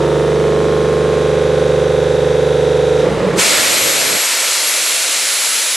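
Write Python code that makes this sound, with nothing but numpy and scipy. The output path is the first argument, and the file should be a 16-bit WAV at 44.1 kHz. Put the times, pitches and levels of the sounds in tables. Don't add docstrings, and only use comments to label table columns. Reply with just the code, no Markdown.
import sys
import numpy as np
from scipy import signal
from scipy.fft import rfft, irfft, next_fast_len
from scipy.io import wavfile
from scipy.ndimage import uniform_filter1d, map_coordinates

SR = 44100
rng = np.random.default_rng(int(sys.argv[2]) if len(sys.argv) > 2 else 0)


def wav_record(signal):
    frames = np.transpose(np.atleast_2d(signal))
    bounded = np.clip(frames, -1, 1)
    quanta = np.round(bounded * 32767).astype(np.int16)
    wavfile.write(sys.argv[1], SR, quanta)


N = 254006
TIME = np.arange(N) / SR

# (time [s], speed [turns per s])
COAST_SPEED = [(3.0, 24.68), (3.06, 22.8), (3.22, 19.2), (3.4, 15.5), (4.17, 4)]
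# (time [s], added distance [m])
WALK = [(0, 0), (.5, .2255), (1, .409), (1.5, .564), (2, .625), (3, .595)]
# (order [per turn], level halfway along the walk [dB], tilt [dB per m], bend [dB per m^2],
# drift once the microphone swings [dB per s])
CRANK_ORDERS = [(1, -73.3, 19, -91, 2), (2, -52.4, 1, 4, -2), (3, -29.6, 2, -1, -1), (4, -45.4, 7, -37, 0),
                (5, -35.8, 8, 36, -1), (6, -24.4, -3, 9, 0), (7, -32.2, 3, 4, -2),
                (8, -31.3, -11, -87, -19), (9, -37.5, -29, -105, -1), (10, -34.5, 0, -43, -1),
                (11, -42.4, 27, -123, 0), (12, -40.0, -5, -20, 0), (13, -33.0, -32, -54, 10),
                (14, -29.6, -5, 34, -5), (15, -26.9, -1, -2, -2), (16, -34.2, -30, -108, 6),
                (17, -18.4, -8, 3, -1), (18, -19.4, 5, -50, 4), (19, -23.2, 4, -18, 1),
                (20, -18.5, 5, -91, 3), (21, -21.7, 9, -5, -2), (22, -24.6, -18, 30, -3),
                (23, -36.6, 10, 21, 0), (24, -33.9, 5, 13, 0), (25, -30.7, -14, -13, 0),
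                (26, -39.3, -5, -17, -8), (27, -38.4, -18, -33, -16), (28, -39.3, -18, -25, 2),
                (29, -41.8, -8, -28, -1), (30, -41.4, -4, 40, 6), (31, -38.7, -8, -29, 0),
                (32, -42.9, 22, -8, -1), (33, -45.7, 25, -4, -1), (34, -38.1, -6, -44, -3),
                (35, -48.0, -1, 36, -3), (36, -43.3, -2, -151, 5), (37, -45.6, -7, 116, 0),
                (38, -43.5, -19, 19, 8), (39, -41.8, -18, -42, -3), (40, -46.9, 5, -55, 4),
                (41, -50.0, 4, 116, -3), (42, -50.6, 4, -37, 4), (43, -31.7, 3, -123, -7),
                (44, -48.9, -8, 54, 2), (45, -39.1, 0, -63, -18), (46, -44.3, -33, -56, 1),
                (47, -40.6, -3, -106, -12), (48, -45.8, 4, 2, -14), (49, -50.3, -16, 27, -2),
                (50, -47.6, 13, 79, -10), (51, -42.1, -12, 8, 2), (52, -46.1, 15, -72, 3),
                (53, -42.6, 4, -85, -12), (54, -49.1, -17, 42, -7), (55, -46.4, 2, 40, 0),
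                (56, -44.2, -9, -23, 8), (57, -43.6, -14, -84, -5), (58, -43.6, -10, -232, 4),
                (59, -45.1, -2, -6, 0), (60, -43.5, 21, -19, -4), (61, -51.9, -10, 15, 1),
                (62, -53.6, -14, 16, 6), (63, -54.4, 14, 79, -3), (64, -46.3, 6, -44, -2),
                (65, -50.0, -23, -85, 9), (66, -46.7, 11, -63, 0), (67, -46.1, -8, 19, -1),
                (68, -51.1, 3, 51, -4), (69, -53.7, -11, 62, 5), (70, -55.3, 14, 90, -5),
                (71, -48.0, 3, 15, -2), (72, -45.3, 20, -65, -42), (141, -54.8, 10, 42, 1),
                (145, -56.5, 11, 31, 3), (149, -57.6, 14, 85, -1), (153, -50.0, -3, 24, 6),
                (156, -52.2, 21, -30, 2), (159, -62.0, -3, 87, 8), (162, -51.2, 8, -106, 6),
                (163, -58.3, -3, 59, 4)]
# (crank angle [turns], size [dB], ... repeated for each pulse, then phase skew [cycles])
FRAME_PULSES = [(.3272, .7, .692, 4.1, .624, 2.3, .961, -7.1, .15)]
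INTAKE_PULSES = [(0.974, 0.085, 0.8402, -0.9593, 0.1654, 5.1574, 0.5335, 2.3246, 0.2499, -9.7225, 0.7344, 0.175, -0.4206)]
VALVE_PULSES = [(.897, 0, .158, -.4, .544, -4.5, .603, -11, .721)]
# (level [dB], delay [ms], path gained per distance walked [m per m])
ECHOES = [(0.051, 15.705, 0.995), (-8.674, 37.956, 0.571), (-3.148, 17.003, 0.713),
          (-19.539, 37.373, -1.719), (-13.078, 6.663, 0.84), (-8.389, 51.539, 1.06)]

# (frequency [Hz], relative level [dB per Hz])
CASING_COLOUR = [(710, -36), (1200, -8), (1440, -10.5), (1550, -11.5), (1810, -5.5), (1970, -7.5),
                 (2740, -11), (3210, -11.5), (3720, -10.5), (4310, -15.5), (5980, -19.5), (6860, -19),
                 (10100, -24), (12300, -36.5), (15000, -56)]
AIR_COLOUR = [(18, -52), (30, -30), (60, -9), (102, -34), (144, -1), (214, -13), (270, -2.5), (330, 1),
              (385, -14), (440, 2), (535, -4), (673, -9), (1000, -13), (1500, -17), (1950, -61),
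              (3300, -120)]
VALVE_RING_COLOUR = [(3300, -31), (3550, -11), (3780, -20), (4050, -0.5), (4300, -28), (5500, -13),
                     (5900, 7), (6250, 0), (6600, -30)]
LOADED_COLOUR = [(35, -44), (60, -27), (91, -14.5), (187, -1), (252, -14), (330, -6.5), (429, -2.5),
                 (525, -2), (640, -11), (776, -20), (839, -12.5), (980, -19), (1060, -15.5), (1980, -27),
                 (2500, -33), (3250, -61), (5500, -120)]
IDLE_COLOUR = [(18, -59), (30, -31), (118, -13), (254, -11), (292, -6.5), (362, -6.5), (455, -3.5),
               (530, -0.5), (590, -3.5), (650, -3), (759, -12), (900, -14), (1170, -17.5), (1980, -120)]
BODY_COLOUR = [(410, -32), (700, -10), (850, -6), (950, -6), (1040, -6), (1320, -1), (1510, -2.5),
               (2160, 1.5), (2700, 0), (2970, -5.5), (3300, -5.5), (4290, -13.5), (7260, -120)]
HISS_COLOUR = [(1940, -11.5), (3300, -3), (4120, -1), (5440, -3), (7510, -0.5), (9500, -6), (12400, -39),
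               (20900, -120)]
FIZZ_COLOUR = [(9000, -10), (9500, -2), (10500, -2), (12000, -6), (13000, -14), (14000, -15.5),
               (15700, -36)]
# (frequency [Hz], unscaled change [dB])
AIR_DIPS = [(160, 0), (200, -22), (260, -2), (310, -18), (370, -3), (395, -22), (420, 0), (600, 0),
            (660, -13), (750, 0), (800, 22), (850, -10), (970, -10), (1050, 14), (1130, -26), (1240, 10)]

# (time [s], level before HARD_DB [dB], intake ring [Hz])
HARD_STROKES = [(3.03, -9, 500), (3.066, -5.5, 490), (3.11, -8, 500), (3.123, -8, 490), (3.15, -9, 430),
                (3.173, -7.5, 480), (3.199, -6, 540), (3.228, -6, 500), (3.243, -10, 560), (3.265, -7, 430),
                (3.296, -7, 430), (3.335, -5.5, 515), (3.374, -7, 345)]
# (time [s], pitch [Hz], left level [dB], right level [dB])
WHISTLE = [(3.45, 11386, -37.2, -38.9), (3.53, 11381, -28.8, -28.8), (3.61, 11385, -31.5, -27.4),
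           (3.69, 11394, -38.4, -27.8), (3.77, 11378, -26.9, -26.6), (3.84, 11381, -26.9, -24.1),
           (3.92, 11382, -27.2, -25.1), (4.0, 11360, -28.1, -27.7), (4.08, 11345, -28.2, -29.7),
           (4.16, 11332, -25.3, -30.5), (4.24, 11333, -23.5, -36.5), (4.32, 11311, -37.6, -27.9),
           (4.4, 11303, -31.8, -30.5), (4.48, 11292, -33.5, -28.5), (4.56, 11263, -27.9, -35.4),
           (4.63, 11260, -25.0, -32.9), (4.71, 11252, -23.8, -26.4), (4.79, 11247, -27.8, -26.4),
           (4.87, 11245, -29.0, -22.3), (4.95, 11242, -25.1, -22.3), (5.03, 11227, -26.2, -33.1),
           (5.11, 11229, -24.2, -31.0), (5.19, 11228, -28.8, -30.7), (5.27, 11211, -32.7, -24.2),
           (5.35, 11216, -27.5, -23.0), (5.42, 11219, -19.6, -37.4), (5.5, 11211, -26.1, -25.3),
           (5.58, 11197, -21.8, -29.9), (5.66, 11205, -24.6, -23.7), (5.74, 11206, -36.8, -25.5)]

# (frequency [Hz], left minus right [dB])
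MACHINE_LEAN = [(60, 0), (150, .8), (260, 0), (340, -2.5), (450, -3), (750, -3.2), (1100, -2), (1500, -1),
                (4970, -.5), (15000, 0)]
# (frequency [Hz], lead of the left [radians])
MACHINE_LEAD = [(75, 0), (150, -.18), (280, -.32), (400, -.13), (550, -.07), (750, .08), (1400, .05),
                (3000, 0)]
# (frequency [Hz], side minus mid [dB])
MACHINE_WIDTH = [(60, -25), (150, -25), (300, -17), (600, -20), (1000, -15), (1800, -21), (2800, -17.5),
                 (4400, -13), (8000, -12.5), (11000, -7), (15000, 12)]
JET_WIDTH = [(60, -10), (200, -2), (700, -5.5), (1300, -4.5), (2400, -11.5), (4400, -14.5), (8000, -15.5),
             (11000, -9), (12500, 2), (15000, 0)]
# (frequency [Hz], gain [dB])
WIND_MID = [(20, -28), (60, -21), (125, -22), (250, -8.5), (500, -6), (1000, 0.5)]
WIND_SIDE = [(60, -90), (3600, -90), (4300, -45), (4900, 1.5)]

SHAFT_HZ, TURN = 24.68, 2048
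CUT_S, VALVE_S = 3.0, 3.365
SOUND_M_PER_S, RING_OUT_S = 343, 0.7
INTAKE_ORDER, VALVE_ORDER = 13, 27
TROUGH_ORDER = 16
HALFWAY_M, SWING_S = .35, 1.8
PATTERN_M = .2
LOCKED_SHARE, TICK_TOP_HZ = .6, 7100
CLATTER_DB, JOLT_DB, JOLT_S = -30.5, 3.5, 0.03
AIR_DB, RING_DB = -28.5, -59.5
RATTLE_DB_PER_M, RING_DB_PER_M = -0.5, 9.5
LOADED_DB, UNLOAD_S = -16, 0.029
THROB_DB, THROB_SAG_DB_PER_S = -28.5, 30
IDLE_DB, IDLE_SAG_DB_PER_S = -22.5, 3.5
HARD_S, HARD_RISE_S, HARD_DB = 0.052, 0.0024, 1
THUMP_HZ, THUMP_DB, THUMP_S = 184.3, -9.5, 0.12
CRACK_HZ, CRACK_DB, CRACK_S = 930, 3, 0.0076
OPEN_S, LEAK_DB = 0.029, -31
BLAST_DB, SAG_DB_PER_S = -17, 0.2
SURGE_DB, SURGE_S = 4, 0.39
BODY_DB, BODY_SAG_DB_PER_S = -3.5, 1.62
FIZZ_DB, FIZZ_LATE_DB = -10.5, 1
JET_LAG_S, WHISTLE_LAG, WAVER_DB = 3e-6, .7, 1.8
SHED_T60_S, SHED_DIRECT_DB = .8, 10
WIND_CUT_S, WIND_FADE_S = 4.175, 0.0039
LOW_HZ, TOP_HZ, CEILING = 26, 15665, .95
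SIDES = np.array([[.5], [-.5]])


def amp(db):
    return 10 ** (np.asarray(db) / 20)


def unit(x):
    return x / np.sqrt(np.mean(x ** 2) + 1e-20)


def along(points, hz):
    f, v = np.transpose(points)
    return np.interp(np.log(hz + 1), np.log(f + 1), v)


def curves(rows, **ends):
    s, *cols = np.transpose(rows)
    return [np.interp(TIME, s, c, **ends) for c in cols]


def ramp(start_s, length_s):
    return np.clip((TIME - start_s) / length_s, 0, 1)


def since(start_s):
    return np.clip(TIME - start_s, 0, None)


def wobble(rate):
    return map_coordinates(rng.standard_normal(int(N * rate / SR) + 4), [TIME * rate])


def filtered(x, response):
    m = next_fast_len(N + SR // 2)
    return irfft(rfft(x, m) * response(np.fft.rfftfreq(m, 1 / SR)), m)[..., :N]


def coloured(pair, spectrum, width):
    def closed(hz):
        inside = (hz > spectrum[0][0]) * (hz < spectrum[-1][0])
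        return amp(along(spectrum, hz)) * inside

    mid, wide = filtered(pair, lambda hz: closed(hz) * [np.ones_like(hz), amp(along(width, hz))])
    return np.array([mid + wide, mid - wide]) / np.sqrt(np.mean(mid ** 2))


def noise(patchy_db):
    z = signal.stft(rng.standard_normal((2, N)), nperseg=512)[2]
    field = uniform_filter1d(rng.standard_normal(z.shape[1:]), 6, axis=0)
    field = uniform_filter1d(field, 10, axis=1)
    return signal.istft(z * amp(patchy_db * unit(field)), nperseg=512)[1][:, :N]


def crank():
    speed, = curves(COAST_SPEED, left=SHAFT_HZ, right=0)
    late = SHAFT_HZ * curves(WALK)[0] / SOUND_M_PER_S
    return SHAFT_HZ * TIME - late, np.cumsum(speed) / SR - late


def line_up(order, row):
    at, size_db = np.reshape(row[:-1], (-1, 2)).T
    pulses = np.exp(-2j * np.pi * order * at) @ amp(size_db)[:, None]
    return np.angle(pulses) + 2 * np.pi * row[-1]


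def drone(angle):
    order, level_db, tilt, bend, drift = np.transpose(CRANK_ORDERS)[:, :, None]
    bass = order < INTAKE_ORDER
    intake = (order >= INTAKE_ORDER) & (order < VALVE_ORDER)
    intake_phase = line_up(order, INTAKE_PULSES[0]) + np.pi * (order == TROUGH_ORDER)
    phase = np.where(bass, line_up(order, FRAME_PULSES[0]), intake_phase)
    phase = np.where(order < VALVE_ORDER, phase, line_up(order, VALVE_PULSES[0]))

    s = np.linspace(0, CUT_S, num=200)
    walk = np.interp(s, *np.transpose(WALK))
    paths = 1
    for db, ms, gain in ECHOES:
        delay = ms / 1000 + (gain - 1) * walk / SOUND_M_PER_S
        paths = paths + amp(db) * np.exp(-2j * np.pi * SHAFT_HZ * order * delay)
    mean_size = np.sqrt(np.mean(abs(paths) ** 2, axis=1, keepdims=True))
    paths /= np.where(intake, mean_size, np.where(bass, abs(paths), paths))
    off = walk - HALFWAY_M
    order_db = level_db + tilt * off + bend * off ** 2 + drift * np.clip(s - SWING_S, 0, None)
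    paths *= amp(order_db) * np.exp(1j * phase)

    lines = np.zeros((len(s), TURN + 1), complex)
    lines[:, order[:, 0].astype(int)] = paths.T
    turns = irfft(lines) * TURN * np.sqrt(2)
    turns = np.hstack([turns, turns[:, :1]])
    moment = np.interp(TIME, s, np.arange(len(s)))
    wave = map_coordinates(turns, [moment, angle % 1 * 2 * TURN], order=1) * (TIME < VALVE_S)
    return amp(0.029 * wobble(10.5) - 60 * since(CUT_S) / RING_OUT_S) * wave


def standpoints(count):
    return np.clip(1 - abs(curves(WALK)[0] / PATTERN_M - np.arange(count)[:, None]), 0, 1)


def repeat(turns, angle):
    share = np.sqrt(standpoints(count=len(turns)))
    grid = np.arange(TURN) / TURN
    return sum(w * np.interp(angle % 1, grid, turn, period=1) for w, turn in zip(share, turns))


def clatter(angle):
    shape = int(np.max(WALK, axis=0)[1] / PATTERN_M) + 2, TURN
    unevenness = unit(uniform_filter1d(rng.standard_normal(shape), size=30, mode="wrap"))
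    ticks = rng.standard_normal((2, *shape)) * amp(3.0 * unevenness)
    locked = unit(np.array([repeat(turns, angle) for turns in ticks]))
    loose = noise(patchy_db=1.0)

    def share(hz):
        return LOCKED_SHARE / (1 + (hz / TICK_TOP_HZ) ** 4)

    mix = filtered(locked, lambda hz: np.sqrt(share(hz))) + filtered(loose, lambda hz: np.sqrt(1 - share(hz)))
    walk, = curves(WALK)
    jolt_db = JOLT_DB * ramp(CUT_S - .02, 0.022) * np.exp(-since(CUT_S) / JOLT_S)
    rattle_db = CLATTER_DB + RATTLE_DB_PER_M * walk + jolt_db
    rattle = amp(rattle_db) * coloured(mix, CASING_COLOUR, MACHINE_WIDTH)

    near = amp(AIR_DB) * coloured(noise(patchy_db=0.5), AIR_COLOUR, MACHINE_WIDTH)
    far = filtered(near, lambda hz: amp(0.049 * np.minimum(along(AIR_DIPS, hz), 0)))
    air = near + (far - near) * walk / walk.max()
    plates = amp(RING_DB + RING_DB_PER_M * walk) * coloured(mix, VALVE_RING_COLOUR, MACHINE_WIDTH)
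    ring_out = amp(-60 * since(CUT_S) / RING_OUT_S)
    return (1 - ramp(VALVE_S, OPEN_S)) * (rattle + ring_out * (air + plates))


def chug(angle):
    stroke = 3 * angle
    sizes = amp(rng.normal(0, 1.5, int(stroke.max()) + 2))
    size = sizes[np.clip(stroke, 0, None).astype(int)]
    puffs = (1.5 + 0.52 * size * np.exp(-3.2 * (stroke % 1))) * rng.standard_normal((2, N))
    unloaded = ramp(VALVE_S + UNLOAD_S, .015)
    load = ramp(CUT_S, 0.049) * (1 - unloaded)
    loaded = amp(LOADED_DB) * coloured(puffs, LOADED_COLOUR, MACHINE_WIDTH)
    throb_gain = np.sqrt(2) * amp(THROB_DB - THROB_SAG_DB_PER_S * since(CUT_S))
    throb = throb_gain * np.sin(2 * np.pi * stroke)
    idle_gain = amp(IDLE_DB - IDLE_SAG_DB_PER_S * since(VALVE_S))
    idle = idle_gain * coloured(noise(patchy_db=0.5), IDLE_COLOUR, JET_WIDTH)
    return load * (loaded + throb) + unloaded * idle


def knocks():
    def ring(t, hz, t60):
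        return (1 - np.exp(-t / HARD_RISE_S)) * amp(-60 * t / t60) * np.sin(2 * np.pi * hz * t)

    total = np.zeros(N)
    for s, db, hz in HARD_STROKES:
        t = since(s)
        thump = amp(THUMP_DB) * ring(t, THUMP_HZ, THUMP_S)
        crack = amp(CRACK_DB) * ring(t, CRACK_HZ, CRACK_S)
        total += amp(db + HARD_DB) * (ring(t, hz, HARD_S) + thump + crack)
    return total


def shed(x):
    t = np.arange(SR // 2) / SR
    tail = rng.standard_normal((2, len(t))) * amp(-60 * t / SHED_T60_S)
    tail /= np.linalg.norm(tail[0])
    tail[:, 0] = amp(SHED_DIRECT_DB)
    return signal.fftconvolve(x, tail / np.linalg.norm(tail[0]), axes=1)[:, :N]


def blow_off():
    surge = np.exp(-since(VALVE_S + OPEN_S) / SURGE_S)
    open_db = BLAST_DB + SURGE_DB * surge - SAG_DB_PER_S * since(VALVE_S)
    hiss_db = LEAK_DB + (open_db - LEAK_DB) * ramp(VALVE_S, OPEN_S)
    flicker_db = 0.082 * wobble(5.1) + 0.14 * wobble(25.26)
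    body, hiss, fizz = (coloured(shed(noise(patchy_db=0.5)), colour, JET_WIDTH)
                        for colour in (BODY_COLOUR, HISS_COLOUR, FIZZ_COLOUR))
    body_gain = amp(BODY_DB - BODY_SAG_DB_PER_S * since(VALVE_S))
    jet = hiss + body_gain * body + amp(FIZZ_DB - FIZZ_LATE_DB * surge) * fizz
    jet = filtered(jet, lambda hz: np.exp(-2j * np.pi * hz * JET_LAG_S * SIDES))
    return ramp(VALVE_S - .01, 0.016) * amp(hiss_db + flicker_db) * jet


def whistle():
    pitch, *tone_db = curves(WHISTLE)
    phase = 2 * np.pi * np.cumsum(pitch + 6 * wobble(40)) / SR
    gain = np.sqrt(2) * amp(tone_db + WAVER_DB * np.array([wobble(32), wobble(30)]))
    tone = gain * np.sin(phase + (.6 * wobble(7) - WHISTLE_LAG) * SIDES)
    return ramp(WHISTLE[0][0] - .03, .04) * tone


def scene():
    steady, angle = crank()
    machine = drone(steady) + clatter(angle) + chug(angle) + knocks()

    def placing(hz):
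        return amp(SIDES * along(MACHINE_LEAN, hz)) * np.exp(1j * SIDES * along(MACHINE_LEAD, hz))

    return filtered(machine, placing) + blow_off() + whistle()


def record(dry):
    held = dry / (1 + abs(dry / CEILING) ** 6) ** (1 / 6)
    pair = np.array([held[0] + held[1], held[0] - held[1]]) / 2
    cut = filtered(pair, lambda hz: amp([along(WIND_MID, hz), along(WIND_SIDE, hz)]))
    mid, side = pair + (cut - pair) * ramp(WIND_CUT_S, WIND_FADE_S)
    stereo = np.array([mid + side, mid - side])
    return filtered(stereo, lambda hz: (hz < TOP_HZ) * hz ** 4 / (hz ** 4 + LOW_HZ ** 4))


dry = scene()
out = record(dry)
wav_record(out)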